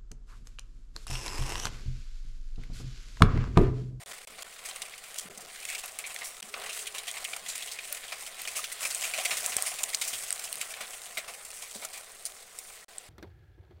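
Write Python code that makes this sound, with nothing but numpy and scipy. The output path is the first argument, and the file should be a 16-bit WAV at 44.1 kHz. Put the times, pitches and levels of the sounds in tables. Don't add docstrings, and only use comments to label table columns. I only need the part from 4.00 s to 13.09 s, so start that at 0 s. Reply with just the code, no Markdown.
import sys
import numpy as np
from scipy import signal
from scipy.io import wavfile
from scipy.ndimage import uniform_filter1d

SR = 44100
rng = np.random.default_rng(int(sys.argv[2]) if len(sys.argv) > 2 else 0)


def persist_wave(psi):
    counts = np.round(np.clip(psi, -1, 1) * 32767).astype(np.int16)
    wavfile.write(sys.argv[1], SR, np.atleast_2d(counts).T)


N = 400869
TAPS = 2048
HZ = np.fft.rfftfreq(TAPS, 1 / SR)
TIME = np.arange(N) / SR
EDGE_HZ = 15900

# hz, density_db (dB per Hz)
SNAP_COLOUR = [(100, -16), (400, -20), (1100, -14), (4500, -6), (6500, -4.5), (9000, 0.5), (12000, -8.5),
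               (16000, -8.5)]


def amp(db):
    return 10 ** (np.asarray(db) / 20)


def evened(x):
    return x / np.sqrt(np.mean(x ** 2) + 1e-20)


def colour(points):
    hz, db = np.transpose(points)
    return amp(np.interp(np.log(HZ + 1), np.log(hz), db))


def add(mix, s, sound):
    part = mix[max(round(s * SR), 0):][:len(sound)]
    part += sound[:len(part)]


def filtered(x, gain):
    log_gain = np.log(np.maximum(gain, 1e-5))
    circle = np.concatenate([log_gain, log_gain[-2:0:-1]])
    spectrum = np.exp(np.conj(signal.hilbert(circle)))
    return signal.oaconvolve(x, np.fft.ifft(spectrum).real)


def wander(length, step):
    knots = np.arange(0, length + step, step)
    return evened(np.interp(np.arange(length), knots, rng.standard_normal(len(knots))))


def ring(hz, width, lift_db):
    return amp(lift_db / (1 + ((HZ - hz) / (width * hz / 2)) ** 2))


def grit(length, per_s, spread_db):
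    chance = rng.random(length)
    size = rng.exponential(1, length)
    sign = rng.choice([-1., 1.], length)
    return evened(sign * (chance < per_s / SR) * amp(spread_db * np.minimum(size, 4)))


def slip(length, onset=0.35, fall=0.86):
    u = np.arange(int(6 * length * SR) + 2) / (length * SR)
    swell = u ** abs(onset) * np.exp(-fall * u)
    return swell / swell.max()


def patchy(x, depth_db, size=512):
    overlap = size * 3 // 4
    z = signal.stft(x, nperseg=size, noverlap=overlap)[2]
    patches = uniform_filter1d(rng.standard_normal(z.shape), size=7, axis=0)
    patches = uniform_filter1d(patches, size=10, axis=1)
    return signal.istft(z * amp(depth_db * evened(patches)), nperseg=size, noverlap=overlap)[1][:len(x)]


def air(level_db=-59.0):
    # hz, density_db (dB per Hz)
    air_colour = [(10, 8.5), (25, 2.5), (60, -5), (120, -12.5), (220, -8.5), (310, -10), (450, 0.5),
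                  (700, -8.5), (1500, -13.5), (5000, -8), (16000, -48)]
    return amp(level_db) * filtered(rng.standard_normal(N), evened(colour(air_colour)))[:N]


def pigeon(waver_hz=20.8):
    # start_s, pitch_hz, level_db
    coo_path = [(2.44, 401, -80), (2.52, 405, -60), (2.63, 439, -57), (2.74, 442, -64), (2.84, 418, -58),
                (2.97, 406, -62), (3.1, 398, -76)]
    s, hz, db = np.transpose(coo_path)
    pitch = np.interp(TIME, s, hz) + waver_hz * wander(N, step=250)
    level = amp(np.interp(TIME, s, db, left=-140, right=-140))
    tone = np.sin(2 * np.pi * np.cumsum(pitch) / SR)
    return level * evened(tone * (1 + .5 * wander(N, step=310)))


def bumps(level_db=0., per_s=260, spread_db=2.0, ring_width=0.39, ring_db=11.0):
    # start_s, length_s (half the decay time constant), level_db, ring_hz
    bump_rows = [(0.074, .02, -60, 150), (.3, .02, -57.5, 180), (1.242, 0.034, -54.5, 170),
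                 (1.284, .016, -56, 170), (1.288, .012, -45, 420), (1.375, .015, -55, 180),
                 (1.425, 0.013, -52.5, 382), (1.43, .012, -56, 200), (2.414, 0.019, -52.5, 205),
                 (3.42, 0.028, -60, 180), (5.463, 0.0011, -45, 110), (5.565, 0.00075, -32, 75),
                 (6.13, 0.011, -53.5, 110), (6.55, .031, -61, 130), (7.756, 0.014, -49, 215),
                 (7.763, 0.0091, -52, 400)]
    # hz, density_db (dB per Hz)
    bump_colour = [(20, -20), (80, -10), (150, -5.5), (230, 0), (400, -0.5), (600, -1), (1500, -55),
                   (5000, -60)]
    t, out = np.arange(SR // 4) / SR, np.zeros(N)
    for s, length, db, hz in bump_rows:
        pushes = grit(len(t), per_s, spread_db)
        pushes[0] = abs(pushes).max() / 2
        pushes *= np.exp(-t / length / 2)
        pushes *= np.sqrt(np.e / 2 * length * SR) / np.linalg.norm(pushes)
        gain = evened(colour(bump_colour) * ring(hz, ring_width, ring_db))
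        add(out, s, amp(db) * filtered(pushes, gain))
    return amp(level_db) * out


def underfoot(t):
    # start_s, scrape_db, crunch_db, fizz_db
    swell_path = [(0, -55.5, -53.5, -53), (1, -60.5, -53, -53.5), (1.33, -55, -57.5, -56.5),
                  (1.6, -60, -49, -47.5), (2, -54, -52, -50.5), (2.45, -56.5, -54, -50.5),
                  (3, -54.5, -49, -49), (4.73, -55.5, -48.5, -48), (5, -51, -43, -38.5),
                  (5.45, -47.5, -42.5, -38.5), (5.8, -51, -47.5, -42), (6.5, -53.5, -48, -44),
                  (7.7, -58, -56, -49.5), (8.3, -59, -57.5, -51.5), (9.09, -59, -58, -56.5)]
    # start_s, load_s, scrape_lift_db, crunch_lift_db, fizz_lift_db
    step_rows = [(.07, 0.12, 1, 1, 3), (.36, 0.094, 2.5, -0.5, 2.5), (.61, 0.27, 6, 2, 4.5),
                 (1.04, 0.21, 1.5, 4, 6), (1.59, 0.16, 2.5, 0.5, 1), (2.04, 0.24, 2.5, 4.5, 3.5),
                 (2.54, 0.12, 9, 6, 3.5), (2.71, 0.095, -0.5, 6.5, 8), (3.11, 0.2, 2.5, 3, 3.5),
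                 (3.53, 0.12, -3, 2.5, 5), (3.81, 0.13, 0, 1.5, 4), (4.19, 0.035, 0, -2, 4),
                 (4.36, .27, 0.5, 1.5, 3.5), (4.78, 0.05, 5.5, 2, 5.5), (5.16, 0.14, 3, 1, 1),
                 (5.56, 0.079, 1, -1, -1), (6.02, .17, -0.5, 3.5, 4), (6.72, 0.091, 2, 3.5, -3),
                 (7.15, 0.2, 4, 0, -2.5), (7.5, 0.1, 0, 2.5, 3), (7.8, 0.2, 3.5, 2, -0.5),
                 (8.56, 0.2, 0, 3, 5)]
    press_s, release_s = 0.039, 0.092
    s, *levels = np.transpose(swell_path)
    db = np.array([np.interp(t, s, level) for level in levels])
    for start, length, *lifts in step_rows:
        pressing = (t - start) / press_s
        releasing = 1 - (t - start - length) / release_s
        load = np.clip(np.minimum(pressing, releasing), 0, 1)
        db += np.outer(lifts, load)
    return db


def registers():
    # hz, density_db (dB per Hz)
    gravel_colour = [(100, -25), (310, -18), (420, -12), (560, -6.5), (690, -1), (1150, -6.5), (1650, -8.5),
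                     (1950, -2.5), (2380, -2.5), (3000, -3.5), (5800, -5.5), (8800, -1.5), (11800, -13),
                     (16000, -14.5)]
    scrape_top_hz, crunch_top_hz = 1500, 5000
    above_scrape = 1 / (1 + (scrape_top_hz / (HZ + 1)) ** 10)
    above_crunch = 1 / (1 + (crunch_top_hz / (HZ + 1)) ** 10)
    shares = [1 - above_scrape, above_scrape - above_crunch, above_crunch * (HZ < EDGE_HZ) + 1e-6]
    return np.array([evened(colour(gravel_colour) * np.sqrt(share)) for share in shares])


def grinding(levels, level_db=(-.3, -1., -.6), flutter_db=(1.5, 1.7, 1.6),
             per_s=9000, spread_db=4.0, patchy_db=1.9):
    contacts = evened(patchy(grit(N, per_s, spread_db), patchy_db))
    pace, out = wander(N, step=300), np.zeros(N)
    for band, db, trim_db, depth_db in zip(registers(), levels, level_db, flutter_db):
        flutter = evened(pace + wander(N, step=500))
        out += amp(db + trim_db + depth_db * flutter) * filtered(contacts, band)[:N]
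    return out


def ticks(fizz_db, level_db=-7.5, per_s=120, spread_db=3.5, ring_width=0.45, ring_db=13.5, count=16):
    out = np.zeros(N)
    for hz in np.geomspace(2500, 12000, count):
        chip = evened(colour(SNAP_COLOUR) * ring(hz, ring_width, ring_db))
        out += filtered(grit(N, per_s / count, spread_db), chip)[:N]
    return amp(level_db + fizz_db) * evened(out)


def knocks(t60=0.048, ring_width=0.2, ring_db=8.0):
    # start_s, level_db, ring_hz
    knock_rows = [(2.541, -37, 1250), (2.572, -44, 1250), (2.62, -43, 1210), (3.335, -46, 703),
                  (3.927, -44, 1420), (4.591, -37, 1210), (5.2, -35, 780), (7.178, -35, 657)]
    t, out = np.arange(TAPS) / SR, np.zeros(N)
    for s, db, hz in knock_rows:
        rattle = rng.standard_normal(TAPS) * amp(-60 * t / t60)
        add(out, s, amp(db) * filtered(rattle, evened(ring(hz, ring_width, ring_db) - 1)))
    return out


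def snaps(level_db=0., ring_width=0.2, ring_db=8.0, patchy_db=3.5, chatter=0.93, thin_below_hz=270.0):
    # start_s, level_db, ring_hz, top_treble_lift_db
    snap_rows = [(0.8196, -27, 8100, -6), (1.1864, -27.5, 7000, -1), (1.6526, -30, 8600, -6),
                 (1.7016, -32, 7350, -1), (1.8593, -31.5, 9800, 7), (1.9888, -27.5, 7100, -1),
                 (2.1448, -33, 9700, 7), (3.1138, -29.5, 7000, -2), (3.5794, -29, 8700, -6),
                 (3.9267, -20, 9400, 15), (4.4187, -30, 13400, 4), (4.9478, -24, 8400, -5),
                 (5.462, -18.5, 8200, 1), (5.5672, -17, 8800, 1), (5.6237, -18, 9250, 3.5),
                 (5.8338, -20.5, 7950, 3), (5.8378, -18.5, 7000, -12), (5.947, -15.5, 6960, -9),
                 (5.9511, -26, 7460, -6), (6.3058, -22, 8400, -6), (6.327, -21.5, 8100, 0),
                 (6.4535, -32, 6300, 0), (6.528, -24, 9400, 0), (6.556, -30, 8500, 0),
                 (7.1815, -28, 8900, 18), (8.254, -27, 9800, -8), (8.588, -32, 8440, -11),
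                 (8.983, -32, 8400, -6)]
    chatter_s, top_treble_hz = 0.0012, 11000
    t, out = np.arange(TAPS // 2) / SR, np.zeros(N)
    top = 1 / (1 + (top_treble_hz / (HZ + 1)) ** 20)
    thinning = (HZ + 1) / np.hypot(HZ, thin_below_hz)
    for s, db, hz, top_db in snap_rows:
        blow = rng.standard_normal(len(t)) * np.exp(-t / chatter_s)
        blow *= chatter / np.linalg.norm(blow)
        blow[0] = 1
        blow *= np.sqrt(np.e / 2 * chatter_s * SR) / np.linalg.norm(blow)
        unevenness = amp(top_db * top + patchy_db * wander(len(HZ), step=20))
        pebble = colour(SNAP_COLOUR) * ring(hz, ring_width, ring_db) * unevenness
        add(out, s, amp(db) * filtered(blow, evened(pebble * thinning)))
    return amp(level_db) * out


def small_slips(over_db=(0., 5.5, 4.), scatter_db=2., tilt_db=3.5, length_s=0.0051, ring_hz=2660.0,
                until_s=8., count=90):
    s = (np.arange(count) + rng.random(count)) * until_s / count
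    size, tilt, length, pitch = np.clip(rng.standard_normal((count, 4)), -2, 2).T
    levels = underfoot(s) + np.array(over_db)[:, None]
    levels = levels + scatter_db * size + tilt_db * np.outer([-1, 0, 1], tilt)
    return list(zip(s, length_s * np.exp(.6 * length), *levels, ring_hz * np.exp(.18 * pitch)))


def crunches(level_db=0., per_s=6000, spread_db=3.5, ring_width=0.3, ring_db=8.0, patchy_db=2.0):
    # start_s, length_s (time scale of the swell), scrape_db, crunch_db, fizz_db, ring_hz
    loud_slips = [(0.107, .018, -47, -45.5, -46, 1970), (0.272, 0.0027, -55, -47, -49, 2300),
                  (0.381, .015, -50, -45.5, -53, 2100), (0.422, 0.0036, -53, -43, -38.5, 2690),
                  (.65, 0.016, -63, -42.5, -40, 2200), (.71, 0.0029, -45, -39, -48, 3750),
                  (.818, 0.0042, -49, -34, -37, 3200), (.937, .0036, -55.5, -39.5, -63, 2180),
                  (1.038, .004, -61, -46, -44, 2200), (1.181, 0.014, -58, -42, -35, 3260),
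                  (1.406, 0.011, -59, -59, -45, 3020), (1.375, 0.0036, -60, -59, -39.5, 3000),
                  (1.652, 0.002, -57, -38, -42, 2700), (1.684, 0.025, -58, -38.5, -40.5, 2600),
                  (1.749, 0.0042, -48, -31, -35.5, 2600), (1.835, 0.0099, -43, -41.5, -42, 2500),
                  (1.988, 0.01, -48, -40, -40.5, 2400), (2.039, 0.012, -58, -36.5, -82, 2240),
                  (2.063, 0.011, -67, -56, -40.5, 2000), (2.162, 0.0011, -53, -30, -38, 2020),
                  (2.211, .013, -45, -39, -52, 2000), (2.243, 0.023, -62, -57, -39, 2300),
                  (2.427, 0.0015, -55, -35, -38, 2930), (2.54, 0.0029, -41, -27.5, -43, 2480),
                  (2.659, .01, -44, -41, -42, 2000), (2.693, 0.0089, -63, -37, -40.5, 2780),
                  (2.75, .03, -64, -66, -47, 2000), (2.869, .005, -54, -34, -35, 3300),
                  (2.945, 0.017, -47, -40, -41.5, 3000), (2.982, 0.0045, -54, -33, -34, 3500),
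                  (3.078, 0.011, -50, -35.5, -38, 3400), (3.168, 0.0085, -46, -38.5, -44, 2270),
                  (3.249, 0.0034, -56, -28.5, -34.5, 2750), (3.332, 0.0034, -43, -30.5, -48, 2450),
                  (3.363, 0.0027, -40.5, -41, -33, 2300), (3.483, 0.018, -57, -45, -35, 3930),
                  (3.554, 0.0036, -50, -40, -33.5, 2500), (3.622, 0.0056, -50.5, -37, -40, 3350),
                  (3.713, 0.015, -61, -43, -38, 4280), (3.788, 0.0033, -49, -32.5, -46, 2530),
                  (3.924, .0015, -46, -38, -50, 1400), (3.969, 0.0053, -54, -40, -43, 2920),
                  (4.032, 0.012, -50, -47, -55, 1900), (4.121, 0.0084, -40.5, -34, -41, 2300),
                  (4.207, 0.0055, -62, -44.5, -41.5, 2160), (4.263, 0.0055, -54, -42.5, -39.5, 3340),
                  (4.392, 0.011, -50, -42, -43, 2700), (4.451, 0.005, -46, -37.5, -44, 2700),
                  (4.474, 0.0097, -46.5, -35.5, -36, 2460), (4.56, 0.019, -46, -39, -31.5, 2500),
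                  (4.639, 0.0076, -62, -31, -36, 2470), (4.723, 0.0061, -60, -58, -34, 1900),
                  (4.825, 0.016, -46, -38, -39, 2440), (4.85, 0.0068, -39, -30, -32, 2470),
                  (4.909, 0.004, -46, -35, -31, 3030), (5.037, 0.014, -44, -33.5, -33.5, 2410),
                  (5.136, 0.01, -45, -33, -41, 2500), (5.183, 0.018, -39.5, -35.5, -40, 2420),
                  (5.254, 0.0045, -41, -23.5, -27.5, 2330), (5.307, 0.015, -38.5, -30, -33.5, 2400),
                  (5.369, .006, -53, -39, -30.5, 3230), (5.565, .0012, -35, -34, -40, 1600),
                  (5.583, 0.0048, -37.5, -36, -40, 2400), (5.607, 0.011, -47, -46, -40, 2200),
                  (5.663, 0.02, -46, -39.5, -31.5, 2250), (5.786, 0.0089, -49, -36.5, -37, 2420),
                  (5.931, 0.0076, -57, -37.5, -40, 2130), (6.013, 0.0097, -44.5, -32, -29.5, 3720),
                  (6.13, 0.011, -55, -35, -36, 3170), (6.236, .0037, -55, -49, -36, 2800),
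                  (6.475, .0032, -61, -44, -53, 3000), (6.611, 0.0058, -59, -33, -31, 2660),
                  (6.737, .0042, -56, -37.5, -49, 2330), (6.805, 0.013, -41, -39, -42, 2180),
                  (7.172, 0.0098, -41, -31.5, -36, 2340), (7.278, 0.014, -45, -44, -44.5, 2320),
                  (7.744, .018, -56, -49.5, -42, 3800), (7.822, 0.014, -42.5, -44.5, -61, 2270),
                  (7.849, 0.0024, -45, -44, -29.5, 1300), (7.93, 0.022, -58, -45, -43, 2410),
                  (8.258, 0.0063, -57, -48.5, -33, 3400), (8.588, .0034, -62, -54, -37, 3800)]
    bands, out = registers(), np.zeros(N)
    for s, length, *levels, hz in loud_slips + small_slips():
        swell = slip(length)
        contacts = grit(SR // 2, per_s, spread_db)[:len(swell)]
        burst = evened(contacts * swell) * np.sqrt(np.mean(swell ** 2))
        dullness_db = max(levels[1] - levels[2], 0)
        unevenness = amp(patchy_db * wander(len(HZ), step=16))
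        stones = ring(hz, ring_width, ring_db + .25 * dullness_db) * unevenness
        power = sum((amp(db) * evened(band * stones)) ** 2 for band, db in zip(bands, levels))
        add(out, s, filtered(burst, np.sqrt(power)))
    return amp(level_db) * out


def ground(x, wet_db=-17.5, t60=0.098):
    t = np.arange(SR // 4) / SR
    tail = rng.standard_normal(len(t)) * amp(-60 * t / t60) * (t > .002)
    return x + amp(wet_db) * signal.oaconvolve(x, tail / np.linalg.norm(tail))[:N]


def scene():
    levels = underfoot(TIME)
    fizz_db = levels[2]
    single_stones = crunches() + knocks() + snaps() + ticks(fizz_db)
    stones = grinding(levels) + ground(single_stones)
    return (stones + bumps() + pigeon() + air())[None]


def record(dry):
    # centre_hz, width (share of the frequency), depth_db
    mic_hollows = [(308.5, 0.23, -6.5), (899, 0.088, -12)]
    # start_s, end_s, depth_db
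    cut_rows = [(0.038, 0.06, -37), (.126, 0.131, -23), (0.251, 0.272, -37.5), (0.433, 0.443, -21),
                (1.203, 1.2073, -23), (1.288, 1.298, -27), (1.463, 1.468, -30), (2.409, 2.421, -36),
                (8.847, 8.882, -41)]
    heard = filtered(dry[0], np.prod([ring(*hollow) for hollow in mic_hollows], axis=0))[:N]
    cut_db = sum(depth * ((TIME > start) & (TIME < end)) for start, end, depth in cut_rows)
    heard = heard * amp(uniform_filter1d(cut_db, size=40))
    band_limit = signal.firwin(511, EDGE_HZ, window=("kaiser", 9), fs=SR)
    return signal.oaconvolve(heard, band_limit, "same")[None]


dry = scene()
out = record(dry)
persist_wave(out)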